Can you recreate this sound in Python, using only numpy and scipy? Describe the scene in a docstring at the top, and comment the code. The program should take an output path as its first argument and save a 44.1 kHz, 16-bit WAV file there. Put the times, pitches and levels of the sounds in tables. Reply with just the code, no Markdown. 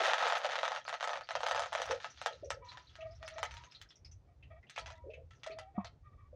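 """A dense crackle opens the scene: wet leaves fry in a wire skimmer in a clay pot of hot oil, outdoors.
Water flashes to steam and bursts out in sharp pops and ticks that echo round the resonant bowl.
As the leaves dry, the crackle thins to lone pops and to ringing bubbles that fizz, plink and gulp.
Friction makes the skimmer sing and scrape on the clay, and one knock rings the modes of the pot.
Underneath, a wood fire rumbles."""
import sys
import numpy as np
from scipy import signal
from scipy.fft import rfft, irfft
from scipy.io import wavfile

SR = 44100
rng = np.random.default_rng(int(sys.argv[2]) if len(sys.argv) > 2 else 0)


def materialize(psi):
    """Save the field psi as 16-bit PCM at rate SR to the path in sys.argv[1].

    A 1-D psi becomes a single channel; in a 2-D psi each row is a channel.
    """
    bounded = np.clip(np.atleast_2d(psi).T, -1, 1)
    quanta = np.round(bounded * 32767).astype(np.int16)
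    wavfile.write(sys.argv[1], SR, quanta)


N = 280035
TIME = np.arange(N) / SR
RING = 16384  # samples given to one event and its echoes

# Spectrum of oil spray. Each row: frequency in Hz, relative level in dB.
SPRAY_SPECTRUM = [(500, -21.5), (1500, 5), (3400, 9.5), (4800, 4), (6600, 4), (7800, -9.5), (10000, -25),
                  (12000, -50.5), (15000, -45.5)]


def undb(db):
    """Amplitude ratio of a level in decibels."""
    return 10 ** (np.asarray(db) / 20)


def unit(x):
    """Normalisation to rms 1."""
    return x / np.sqrt(np.mean(x ** 2) + 1e-20)


def fade(t, t60):
    """Exponential decay, 60 dB down after t60 seconds."""
    return np.exp(-np.log(1000) * t / t60)


def add(out, s, sound):
    """Superposition: a sound joins the mix at s seconds."""
    i = max(int(s * SR), 0)
    out[i:i + len(sound)] += sound[:max(N - i, 0)]


def freqs(size):
    """Frequencies of a real Fourier transform, kept above zero."""
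    return np.maximum(np.arange(size // 2 + 1) * SR / size, 1)


def shape(points, size):
    """Spectral envelope in dB, interpolated over log frequency."""
    hz, db = np.transpose(points)
    return np.interp(np.log(freqs(size)), np.log(hz), db)


def band(size, hz, width_hz):
    """Response of a damped resonator, gain 1 at its centre."""
    f = freqs(size)
    return 1 / (1 + 1j * (f - hz ** 2 / f) / width_hz)


def filtered(x, response):
    """Linear filtering: the spectrum times a frequency response."""
    return irfft(rfft(x) * response, len(x))


def noise(size, response):
    """Gaussian noise coloured by a frequency response, at rms 1."""
    return unit(filtered(rng.standard_normal(size), response))


def through(source, response):
    """Convolution with an impulse response, cut to RING samples."""
    return signal.fftconvolve(source, response)[:RING]


def pulse(db):
    """Minimum phase: the most sudden pulse that has this spectrum."""
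    cepstrum = irfft(np.log(undb(db)))
    cepstrum[1:RING // 2] *= 2
    cepstrum[RING // 2 + 1:] = 0
    return irfft(np.exp(rfft(cepstrum)))


def clicks(per_s, spread_db):
    """A Poisson train of uneven impulses, whose mean power stays even as the rate moves."""
    size = undb(spread_db * np.minimum(rng.standard_normal(N), 2))
    return (rng.random(N) < per_s / SR) * size / np.sqrt(per_s)


def bowl(early_db=-8, late_db=-7.5, early_t60=0.073, late_t60=0.16):
    """Impulse response from one spot in the oil: a dulled direct sound, reflection, then cavity resonance."""
    # Short echoes from the pot, then fainter ones from the ground or a nearby wall.
    # Each row: mean delay in milliseconds, mean gain.
    echoes = [(1.5, -0.036), (6.9, 0.23), (9.7, -0.16), (16.5, 0.055), (30, -0.011), (33.3, 0.021)]
    # Air resonances of the bowl. Each row: frequency in Hz, bandwidth in Hz, relative level in dB.
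    air_modes = [(485, 94, 11.5), (677.5, 130, 11), (860, 62, 9.5), (1307, 42, 2), (1286.6, 38, 16.5),
                 (1401, 27, 8.5), (1776, 440, 8.5), (1976, 9.6, -6), (2680, 32, 0), (2945, 550, -17),
                 (3060, 20, -6.5), (3350, 22, -6.5)]
    t, f = np.arange(RING) / SR, freqs(RING)
    shadow_gain, shadow_hz = undb(-7), 2600  # the direct sound arrives with its treble dulled
    bent = np.exp(-2 * np.pi * shadow_hz * t)
    path = (1 - shadow_gain) * bent / bent.sum()
    path[0] += shadow_gain
    for ms, gain in echoes:
        delay_s = ms / 1000 * (1 + 0.027 * rng.uniform(-1, 1))
        path[int(delay_s * SR)] += gain * (1 + 0.055 * rng.standard_normal())
    focus_s, focus_width_s = 0.0078, 0.00029  # the curved wall focuses treble into one echo
    glint = unit(rng.standard_normal(RING) * np.exp(-((t - focus_s) / focus_width_s) ** 2))
    path += undb(-7) * filtered(glint, 1 / (1 + (5000 / f) ** 4)) / np.sqrt(RING)
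    tail, build_s = 0, 0.0012
    for db, t60 in ((early_db, early_t60), (late_db, late_t60)):
        scatter = rng.standard_normal(RING) * fade(t, t60) * (1 - np.exp(-t / build_s))
        tail += undb(db) * unit(scatter) / np.sqrt(RING)
    cavity = 0.31 + sum(undb(db) * band(RING, hz, width) for hz, width, db in air_modes) / 2
    treble_lift = undb(4 * f ** 2 / (f ** 2 + 3000 ** 2))
    return path + filtered(tail, cavity * treble_lift)


def surges(rows, attack_s, release_t60, sag_db_per_s):
    """Incoherent sources add in power: the envelope of surges that each swell, sag and die away."""
    power = 0
    for s, length, db in rows:
        t = np.maximum(TIME - s, 0)
        held = undb(db - sag_db_per_s * np.minimum(t, length)) * (1 - np.exp(-t / attack_s))
        power += (held * fade(np.maximum(t - length, 0), release_t60)) ** 2
    return np.sqrt(power)


def boiling():
    """Amplitude envelope of flash boiling: each bout starts suddenly and ends quickly."""
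    # Bouts of boiling. Each row: start in seconds, length in seconds, relative level in dB.
    bouts = [(0.0, 0.11, -29.5), (0.14, 0.056, -36), (0.187, 0.21, -33), (0.43, 0.23, -34.5),
             (0.682, 0.078, -42.5), (0.885, 0.096, -52), (1.02, 0.086, -44), (1.137, 0.018, -45),
             (1.295, 0.037, -49.5), (1.46, 0.2, -40.5), (1.73, 0.22, -41), (2.0, 0.057, -55)]
    return surges(bouts, attack_s=0.00048, release_t60=0.078, sag_db_per_s=21.5)


def burst(hz):
    """A steam bubble tears open as a heavily damped oscillator: about one cycle, more if small."""
    # Colour that the pot gives every burst. Each row: frequency in Hz, relative level in dB.
    colour = [(100, -22.5), (290, -10.5), (400, -15), (520, 10.5), (800, 7), (1050, 3), (1550, 1.5),
              (2100, -3), (3600, 3), (4600, -2), (6500, -4), (7800, -17), (10000, -19.5), (13000, -36)]
    resonance = np.abs(band(RING, hz, hz / (hz / 1000) ** 0.34))
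    low_cut = np.sqrt(1 + (0.3 * hz / freqs(RING)) ** 4)
    crack = pulse(shape(colour, RING) + 20 * np.log10(resonance / low_cut + 0.0006))
    return crack / np.sqrt(np.mean(crack[:RING // 128] ** 2))  # rms 1 over the first 3 ms


def spray(swell_s=0.00077, grain_db=5, ripple_db=4, ripple_hz=1200):
    """Atomisation: droplets tear off a burst as grainy noise, each spray with its own colour."""
    t = np.arange(RING) / SR
    drops = rng.standard_normal(RING) * undb(grain_db * np.repeat(rng.standard_normal(RING // 32), 32))
    ripple = np.interp(freqs(RING), np.arange(32) * ripple_hz, rng.standard_normal(32))
    colour = shape(SPRAY_SPECTRUM, RING) + ripple_db * ripple
    hiss = through(drops * np.sqrt(t) * np.exp(-t / swell_s), pulse(colour))
    return hiss / np.sqrt(np.mean(hiss[:RING // 32] ** 2))


def crackle(gain_db=-2, wet_per_s=950, dry_per_s=170, drying_s=0.18, centre_hz=1150, sizes=10):
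    """Shot noise from crowds of small steam bursts, whose rate falls as water leaves the leaves."""
    out, strength = 0, boiling()
    per_s = dry_per_s + (wet_per_s - dry_per_s) * np.exp(-TIME / drying_s)
    for octaves in np.linspace(-0.92, 0.92, sizes):
        source = burst(centre_hz * 2 ** octaves) + undb(-30) * spray()
        heard = through(source, bowl())
        onsets = unit(clicks(per_s / sizes, spread_db=4.5)) * strength
        out += signal.fftconvolve(onsets, heard / np.linalg.norm(heard))[:N]
    return out * undb(gain_db) / np.sqrt(sizes)


def foaming():
    """Amplitude envelope of the foam, which wells up gently round the leaves and ebbs away."""
    # Surges of foam. Each row: start in seconds, length in seconds, relative level in dB.
    wellings = [(0.0, .77, -63), (.87, 0.57, -68), (1.29, 0.6, -58.5), (1.73, 0.23, -60.5),
                (2.0, 0.059, -58.5), (2.15, 0.14, -58), (2.64, 0.15, -64), (2.87, 0.11, -69),
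                (3.05, 0.24, -73.5), (3.24, 0.38, -64), (3.7, 0.042, -68.5), (4.695, 0.073, -65),
                (5.305, 0.053, -73.5), (5.42, 0.04, -77)]
    return surges(wellings, attack_s=0.02, release_t60=0.5, sag_db_per_s=2)


def spatter(boil_db=-19, foam_db=-8, per_s=110, spots=6):
    """Shot noise from tiny droplets that crack on the hot oil whenever it boils or foams."""
    out, strength = 0, boiling() * undb(boil_db) + foaming() * undb(foam_db)
    tick = pulse(shape(SPRAY_SPECTRUM, RING))
    for _ in range(spots):
        heard = through(tick, bowl(early_db=-8.5, late_db=-23.5))
        onsets = unit(clicks(per_s / spots, spread_db=5)) * strength
        out += signal.oaconvolve(onsets, heard / np.linalg.norm(heard))[:N]
    return out / np.sqrt(spots)


def bubble(hz, life_s, glide):
    """Bubble resonance: trapped gas rings as a spring, its pitch rising as it nears the surface."""
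    age = np.arange(RING // 8) / SR / life_s
    pitch_hz = hz * (1 + glide * np.tanh(age - 0.5))
    return age ** 2 * np.exp(-4 * age) * np.sin(2 * np.pi * np.cumsum(pitch_hz) / SR)


def fizz(gain_db=-0.5, fresh_per_s=260, old_per_s=18, thinning_s=1.3, sizes=18):
    """Foam bubbles resonate at pitches set by their size; the dense hiss thins as the foam ages."""
    # Colour of the foam. Each row: frequency in Hz, relative level in dB.
    colour = [(300, 2), (700, 13.5), (1300, 12), (2200, 6), (4000, 13), (6400, 7.5), (7800, -21),
              (11000, -30), (15000, -31.5)]
    out = 0
    per_s = old_per_s + (fresh_per_s - old_per_s) * np.exp(-TIME / thinning_s)  # in each size
    for hz in np.linspace(1200, 7200, sizes):
        chirp = through(bubble(hz, life_s=0.001, glide=0.16), bowl(early_db=-6.5, late_db=-0.5))
        out += signal.fftconvolve(clicks(per_s, spread_db=3), chirp)[:N]
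    return unit(filtered(out, undb(shape(colour, N)))) * foaming() * undb(gain_db)


def fire(rise_from_s=1, rise_s=0.96, growth_db_per_s=0.45, dip_s=0.066):
    """Modulated noise: under fluttering flames a low rumble, faint, then louder, with brief dips."""
    # Spectra of rumble, flames and open air. Each row: frequency in Hz, relative level in dB.
    rumble_spectrum = [(20, -27), (38, -5), (52, 5.5), (80, 8.5), (110, 4), (170, -16), (300, -36.5),
                       (600, -75.5)]
    flame_spectrum = [(30, -41), (70, -23.5), (100, -0.5), (135, 6.5), (180, -8.5), (300, -9), (600, -13),
                      (1500, -29.5), (5000, -45.5), (8000, -70.5)]
    air_spectrum = [(100, 9), (500, 7.5), (1500, -1), (3000, -7), (6300, -9.5), (8000, -17.5),
                    (15000, -28.5)]
    # Brief dips in the rumble. Each row: centre in seconds, depth in dB.
    dips = [(2.08, 30), (2.291, 29), (2.82, 15), (3.72, 21), (3.941, 17), (4.708, 29), (5.42, 15.5)]
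    spectra = rumble_spectrum, flame_spectrum, air_spectrum
    rumble, flame, air = (noise(N, undb(shape(points, N))) for points in spectra)
    flutter = noise(N, band(N, 5.16, 2.3) ** 2)
    waver = noise(N, band(N, 1.6, 7.3) ** 2)
    risen = np.clip((TIME - rise_from_s) / rise_s, 0, 1)
    dip_db = sum(db * np.exp(-((TIME - s) / dip_s) ** 2) for s, db in dips)
    rumble_db = -84 + 24 * risen + growth_db_per_s * (TIME - TIME.mean()) + 3.5 * waver - dip_db
    flame_db = -77 + 5 * risen - 3 * flutter
    return rumble * undb(rumble_db) + flame * undb(flame_db) + air * undb(-81)


def plops(t60=0.055, swell_s=0.0019, glide=0.062, glide_s=0.0098):
    """Large bubbles resonate low: each gulps through the skimmer, rising a little in pitch."""
    # Large bubbles. Each row: start in seconds, peak level in dB, nominal pitch in Hz.
    gulps = [(.012, -43, 399), (0.109, -53.5, 390), (0.256, -47, 419), (1.897, -34, 506),
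             (1.905, -47.5, 374), (1.916, -33, 495), (1.935, -37, 524), (2.301, -44.5, 557),
             (2.318, -44.5, 580), (2.337, -52.5, 524), (2.425, -45.5, 390), (2.432, -38.5, 572),
             (2.457, -43, 523), (2.503, -41, 541), (2.543, -50.5, 507), (2.57, -47, 535), (2.605, -53, 515),
             (5.039, -49.5, 524), (5.054, -45.5, 533), (5.063, -46, 405), (5.08, -49.5, 432),
             (5.093, -45.5, 610), (5.099, -60, 456), (5.11, -52, 628), (5.134, -51, 524), (5.172, -53, 640),
             (5.177, -50, 508), (5.209, -54, 500), (5.464, -38, 601), (5.497, -48, 398),
             (6.328, -48.5, 555)]
    out, t = np.zeros(N), np.arange(RING // 4) / SR
    envelope = fade(t, t60) * (1 - np.exp(-t / swell_s)) ** 2
    bend = 1 + glide * np.tanh(t / glide_s - 0.5)
    for s, db, hz in gulps:
        gulp = envelope * np.sin(2 * np.pi * np.cumsum(hz * bend) / SR)
        heard = through(gulp, bowl(early_db=-10.5, late_db=-3.5))
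        add(out, s, undb(db) * heard / np.abs(heard).max())
    return out


def froth(low_hz=1500, high_hz=6400, swell_s=0.011, life_s=0.0032, count=14):
    """A handful of tiny bubbles resonate at random times, building up and trailing away."""
    out = np.zeros(RING)
    starts = rng.gamma(2, swell_s, count)
    pitches = low_hz * (high_hz / low_hz) ** rng.random(count)
    for s, hz, db in zip(starts, pitches, 5 * rng.standard_normal(count)):
        tone = bubble(hz, life_s, glide=0.05)
        i = min(int(s * SR), RING // 2)
        out[i:i + len(tone)] += undb(db) * tone
    return out / np.sqrt(np.sum(out ** 2) / (RING // 16))  # the energy of 23 ms at rms 1


def pops(gain_db=-1.5, spurt_s=0.009, froth_lead_s=0.009):
    """Sudden pressure release: loud steam bursts, each with froth, spray and a second spurt."""
    # Loud bursts. Each row: start in seconds, relative level in dB, bubble pitch in Hz.
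    bursts = [(.0362, -29, 1300), (.048, -36.5, 1150), (0.0569, -25, 1630), (0.0662, -29.5, 2100),
              (0.0832, -28, 1940), (.0977, -29.5, 1300), (.1083, -32, 1130), (.1153, -29.5, 1400),
              (.1346, -21.5, 1600), (.1827, -29.5, 1520), (0.2112, -34, 1490), (.2295, -28.5, 1090),
              (.2485, -35.5, 1600), (.268, -26.5, 1340), (.2862, -35, 1030), (.2995, -31, 1250),
              (0.3236, -24, 1200), (.3526, -32, 1420), (0.3594, -34, 1140), (0.4167, -37, 1310),
              (.4472, -27.5, 1120), (0.4553, -32, 1880), (.4936, -49, 1190), (.5197, -38, 1700),
              (0.5557, -29.5, 1380), (.632, -25.5, 1070), (.6533, -29, 1440), (0.6795, -28.5, 1310),
              (0.7191, -30.5, 1150), (.7419, -38, 1080), (.7503, -36, 1400), (0.7621, -33.5, 1650),
              (.7747, -35, 1050), (.852, -45.5, 1500), (0.8798, -33, 1270), (.894, -35.5, 1680),
              (.928, -33.5, 1180), (0.9411, -32.5, 1420), (1.0005, -44, 1800), (1.0085, -33, 1480),
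              (1.0281, -29, 1250), (1.0421, -30, 1300), (1.075, -30, 990), (1.0934, -32.5, 1240),
              (1.1067, -35, 960), (1.133, -31, 1170), (1.1574, -35, 1230), (1.1735, -36, 1100),
              (1.21, -40, 1270), (1.273, -55, 2600), (1.2897, -35.5, 1480), (1.3077, -32, 1420),
              (1.3532, -26, 1000), (1.3713, -51, 1150), (1.4061, -34, 980), (1.4331, -28, 980),
              (1.4498, -39, 1090), (1.4661, -26.5, 1280), (1.4852, -30.5, 1110), (1.5118, -25, 1220),
              (1.5189, -31.5, 1060), (1.5477, -28.5, 1050), (1.562, -30.5, 1380), (1.5776, -30.5, 1070),
              (1.595, -29, 1080), (1.6212, -34, 1490), (1.6359, -34, 1520), (1.723, -39, 900),
              (1.729, -32, 1180), (1.7511, -26.5, 1190), (1.7794, -37, 1550), (1.8014, -38, 970),
              (1.8188, -28, 1130), (1.8573, -39.5, 1150), (1.8914, -45, 1400), (1.9099, -28, 1200),
              (2.004, -46, 1670), (2.045, -33.5, 1410), (2.1756, -52, 2500), (2.2156, -36, 1300),
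              (2.2612, -24, 1080), (2.5049, -29.5, 1450), (2.7189, -48, 2040), (2.773, -45, 1730),
              (2.9551, -48, 2200), (3.2286, -43.5, 1480), (3.2788, -40.5, 1930), (3.383, -37.5, 1260),
              (3.43, -27.5, 1170), (3.5105, -45.5, 2400), (3.5402, -48, 1860), (3.5692, -46, 2480),
              (3.6378, -50, 1900), (3.722, -54, 3360), (3.815, -47, 2730), (3.9059, -57.5, 3290),
              (4.6969, -48, 2680), (4.7617, -46.5, 1890), (4.7787, -33.5, 1080), (4.7859, -46.5, 3200),
              (4.8603, -44.5, 2080), (4.877, -48, 1260), (4.9035, -45.5, 1170), (5.311, -59.5, 1890),
              (5.434, -44.5, 2360), (5.4639, -42, 1120), (5.587, -43, 1030), (5.8461, -44.5, 1105)]
    out = np.zeros(N)
    loudest_db = max(db for _, db, _ in bursts)
    for s, db, hz in bursts:
        # small, late and weak bursts carry more spray, and late spray is slower
        spray_db = -25 + 3 * np.log2(hz / 1000) + 2.5 * s + 0.07 * (loudest_db - db)
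        source = burst(hz) + undb(spray_db) * spray(swell_s=0.00042 * (1 + 0.9 * s))
        lag = int(spurt_s * rng.uniform(0.44, 2.7) * SR)
        source[lag:] += undb(spray_db - 4) * spray()[:RING - lag]
        path = bowl()
        add(out, s, undb(db + gain_db) * through(source, path))
        add(out, s - froth_lead_s, undb(db - 25 + 0.8 * s) * through(froth(), path))
    return out


def droplet_ticks(gain_db=0.5, tick_s=0.00039):
    """A short pulse has a wide spectrum: flying droplets burst as bright ticks that echo briefly."""
    # Droplets. Each row: start in seconds, relative level in dB, added tilt above 10 kHz in dB/octave.
    droplets = [(0.033, -53, -13.5), (0.0495, -54.5, -24.5), (0.0645, -57, -17), (0.0884, -54, -34),
                (0.134, -60, -23), (0.184, -58.5, -14), (0.283, -54, -5), (0.294, -67.5, -8),
                (0.3516, -70, -28), (0.38, -57, -27), (0.4536, -59.5, -21), (0.5247, -69, -20),
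                (0.654, -64, -6.5), (0.747, -64, -33), (0.887, -56.5, -37), (1.042, -56, -24),
                (1.0757, -57, -34), (1.1129, -66, -30), (1.3564, -81.5, -10), (1.409, -67, -7),
                (1.4655, -56.5, -16), (1.4865, -52.5, -12.5), (1.5125, -57.5, -4), (1.5534, -59, -13.5),
                (1.595, -49, -31), (1.621, -55, -24), (1.73, -55.5, -33), (1.8176, -48.5, -36),
                (1.857, -55, -13), (1.913, -49.5, -36), (2.215, -58.5, -11), (2.2613, -51, -8),
                (2.5037, -49, -31), (3.279, -58, -17), (3.4298, -52.5, -1), (3.541, -66, -2),
                (3.816, -61.5, -7), (4.7, -62, -21), (4.786, -58, -36), (5.588, -61, -30),
                (5.847, -77, -20)]
    # Spectrum of a tick. Each row: frequency in Hz, relative level in dB.
    colour = [(2000, -25), (6000, 8.5), (8000, -2.5), (10000, -10), (12500, -16), (15500, -11.5)]
    out, t = np.zeros(N), np.arange(RING) / SR
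    octaves = np.log2(np.maximum(freqs(RING) / 10000, 1))
    for s, db, tilt in droplets:
        snap = rng.standard_normal(RING) * t * np.exp(-t / tick_s)
        tick = through(snap, pulse(shape(colour, RING) + tilt * octaves))
        heard = through(tick, bowl(early_db=-3, late_db=-6, early_t60=0.078, late_t60=0.11))
        add(out, s, undb(db + gain_db) * heard / np.sqrt(np.mean(heard[:RING // 32] ** 2)))
    return out


def plinks(gain_db=2, puff_width_hz=1300, puff_s=0.0068):
    """Lone small bubbles resonate as they surface, in a puff of froth and a faint splash."""
    # Small bubbles. Each row: start in seconds, relative level in dB, nominal pitch in Hz.
    lone_bubbles = [(0.862, -49, 4600), (1.233, -54, 4520), (1.335, -56, 4280), (2.101, -51.5, 5900),
                    (2.177, -55.5, 3320), (2.445, -55, 5820), (2.648, -64, 5950), (2.687, -46.5, 4050),
                    (2.8698, -57.5, 3990), (2.893, -56, 3380), (3.007, -49, 2670), (3.109, -60.5, 5010),
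                    (3.15, -63, 5500), (3.2588, -52, 5180), (3.278, -48, 2100), (3.337, -57.5, 5770),
                    (3.42, -58, 4800), (3.514, -58, 6060), (3.643, -57.5, 6240), (3.712, -55.5, 5170),
                    (3.748, -47.5, 3980), (3.888, -57, 5300), (3.907, -55.5, 3460), (3.956, -58.5, 5740),
                    (4.047, -49, 5020), (4.113, -55, 5960), (4.426, -56, 2590), (4.628, -58, 2010),
                    (4.668, -62.5, 2800), (4.7623, -42.5, 2410), (4.859, -50, 2660), (4.954, -68, 3750),
                    (5.1013, -57.5, 2580), (5.135, -47.5, 2540), (5.353, -71, 6000), (5.5067, -49, 2390),
                    (5.518, -53.5, 4190), (5.853, -50, 4120)]
    out, t = np.zeros(N), np.arange(RING) / SR
    for s, db, hz in lone_bubbles:
        hiss = rng.standard_normal(RING) * t * np.exp(-t / puff_s)
        puff = filtered(hiss, band(RING, hz, puff_width_hz) ** 3)
        splash = spray() + froth(low_hz=2110, swell_s=0.0045, life_s=0.0016)
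        source = undb(-25) * splash + undb(-1) * puff / np.abs(puff).max()
        tone = bubble(hz, life_s=0.005, glide=0.09)
        source[:len(tone)] += tone / np.abs(tone).max()
        heard = through(source, bowl(early_db=-4, late_db=-6))
        add(out, s, undb(db + gain_db) * heard / np.abs(heard).max())
    return out


def rubs(roughness=0.75, pitch_waver=0.015, waver_db=2):
    """Stick-slip friction: the wire sings on the clay, wavering with the pressure of the hand."""
    # Strokes of the wire. Each row: start and length in seconds, first and last pitch in Hz,
    # bandwidth in Hz, relative level in dB.
    strokes = [(2.604, 0.27, 950, 1002, 30, -57.5), (2.986, 0.13, 656, 640, 5.1, -44),
               (3.083, 0.097, 638, 685, 20, -60), (3.196, 0.27, 630, 645, 26, -54.5),
               (3.358, 0.078, 622, 663, 11, -44), (3.478, 0.26, 850, 1000, 39, -59.5),
               (4.273, 0.084, 710, 698, 39, -73.5), (4.502, 0.11, 613, 685, 59, -58.5),
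               (4.802, 0.32, 986, 954, 6.6, -62), (4.812, 0.2, 649, 635, 11, -57.5),
               (5.461, 0.1, 644, 645, 11, -47), (5.533, 0.14, 638, 641, 2.7, -52.5),
               (5.588, 0.17, 748, 780, 4.8, -59.5), (5.746, 0.17, 724, 672, 22, -53.5),
               (6.025, 0.15, 1224, 1168, 32, -67.5), (6.171, 0.13, 1160, 1128, 51, -69)]
    # Resonances rung by the rasp. Each row: frequency in Hz, bandwidth in Hz, relative level in dB.
    rasp_modes = [(1226, 70, 6.5), (1620, 33, -4.5), (1893, 77, 5.5), (2290, 110, 1.5), (2590, 58, -5),
                  (3330, 570, -18)]
    out = np.zeros(N)
    resonances = sum(undb(db) * band(RING, hz, width) ** 2 for hz, width, db in rasp_modes)
    for s, length, start_hz, end_hz, width_hz, db in strokes:
        n = min(int(length * SR), RING)
        progress = np.linspace(0, 1, n)
        lowpass = 1 / (1 + (freqs(RING) / width_hz) ** 2)
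        grip = 1 + roughness * (noise(RING, lowpass) + 1j * noise(RING, lowpass))[:n]
        pressure = noise(RING, band(RING, 12.7, 19) ** 2)[:n]
        pitch_hz = (start_hz + (end_hz - start_hz) * np.sqrt(progress)) * (1 + pitch_waver * pressure)
        phase = 2 * np.pi * np.cumsum(pitch_hz) / SR
        note = unit(np.real(grip * np.exp(1j * phase)))
        overtones = unit(np.real(grip * (np.exp(2j * phase) + 0.5 * np.exp(3j * phase))))
        grit = unit(filtered(rng.standard_normal(RING) ** 3, resonances))[:n]
        # the less steady the note, the more it rasps
        rasp = np.sqrt(width_hz / 50) * (undb(-22) * overtones + undb(-8) * grit)
        envelope = undb(db + waver_db * pressure) * np.sin(np.pi * progress ** 0.57)
        add(out, s, envelope * (note + rasp))
    return out


def scrapes(catches_per_s=170, spread_db=6, dying_db=11):
    """Impulsive excitation: the skimmer touches the clay and drags, each catch ringing its wire."""
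    # Drags of the skimmer. Each row: start in seconds, length in seconds, rms level in dB.
    drags = [(3.816, 0.018, -68), (4.764, 0.022, -57), (4.864, 0.12, -64.5), (5.308, 0.052, -67.5),
             (5.443, 0.082, -59.5), (5.59, 0.046, -59), (5.849, 0.024, -59)]
    # Modes of the wire. Each row: frequency in Hz, relative level in dB, 60 dB decay time in seconds.
    wire_modes = [(1336, 5, 0.16), (1835, -7, 0.076), (1983, 10.5, 0.047), (2730, -4, 0.1),
                  (2890, -15.5, .14), (3420, -5, 0.098), (4230, -16.5, 0.11)]
    out, t = np.zeros(N), np.arange(RING) / SR
    ring = sum(undb(db) * fade(t, t60) * np.sin(2 * np.pi * hz * t) for hz, db, t60 in wire_modes)
    touch = unit(ring) + undb(-9) * unit(pulse(shape(SPRAY_SPECTRUM, RING)))
    for s, length, db in drags:
        caught = (rng.random(RING) < catches_per_s / SR) * (t < length)
        catches = caught * undb(spread_db * rng.uniform(-0.92, 1, RING) - dying_db * t / length)
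        catches[0] = undb(6)  # the first contact is the hardest
        heard = through(catches, touch)
        add(out, s, undb(db) * heard / np.sqrt(np.mean(heard[t < length] ** 2)))
    return out


def knock(contact_s=0.0041, sag=0.17, sag_s=0.012, rattle=0.35):
    """Modal ringing: a soft blow sounds the pot, which rattles and sags in pitch as the wire lets go."""
    # The skimmer's blow. Each row: start in seconds, relative level in dB.
    blows = [(5.777, -20.5)]
    # Modes of the pot. Each row: frequency in Hz, relative level in dB, 60 dB decay time in seconds.
    pot_modes = [(190, -1, 0.084), (653, -6.5, 0.04), (860, -20, 0.087), (1070, -23, 0.21)]
    out, t = np.zeros(N), np.arange(RING) / SR
    clock = t + sag * sag_s * (1 - np.exp(-t / sag_s))  # runs fast at first, so the modes start sharp
    ring = 0
    for hz, db, t60 in pot_modes:
        chatter = 1 + rattle * hz / 500 * noise(RING, band(RING, 76, 120) ** 3)
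        ring += undb(db) * fade(t, t60) * np.sin(2 * np.pi * hz * clock) * chatter
    for s, db in blows:
        add(out, s, -undb(db) * ring * (1 - np.exp(-(t / contact_s) ** 2)))
    return out


def scene():
    """Superposition of oil, skimmer and fire, heard in mono from just above the pot."""
    oil = pops() + droplet_ticks() + crackle() + spatter() + fizz() + plinks() + plops()
    return (oil + rubs() + scrapes() + knock() + fire())[None]


def record(dry):
    """Band limiting: a steep low-pass filter removes the treble above 15.8 kHz."""
    return signal.sosfilt(signal.ellip(8, 0.2, 70, 15800, fs=SR, output="sos"), dry)


dry = scene()
out = record(dry)
materialize(out)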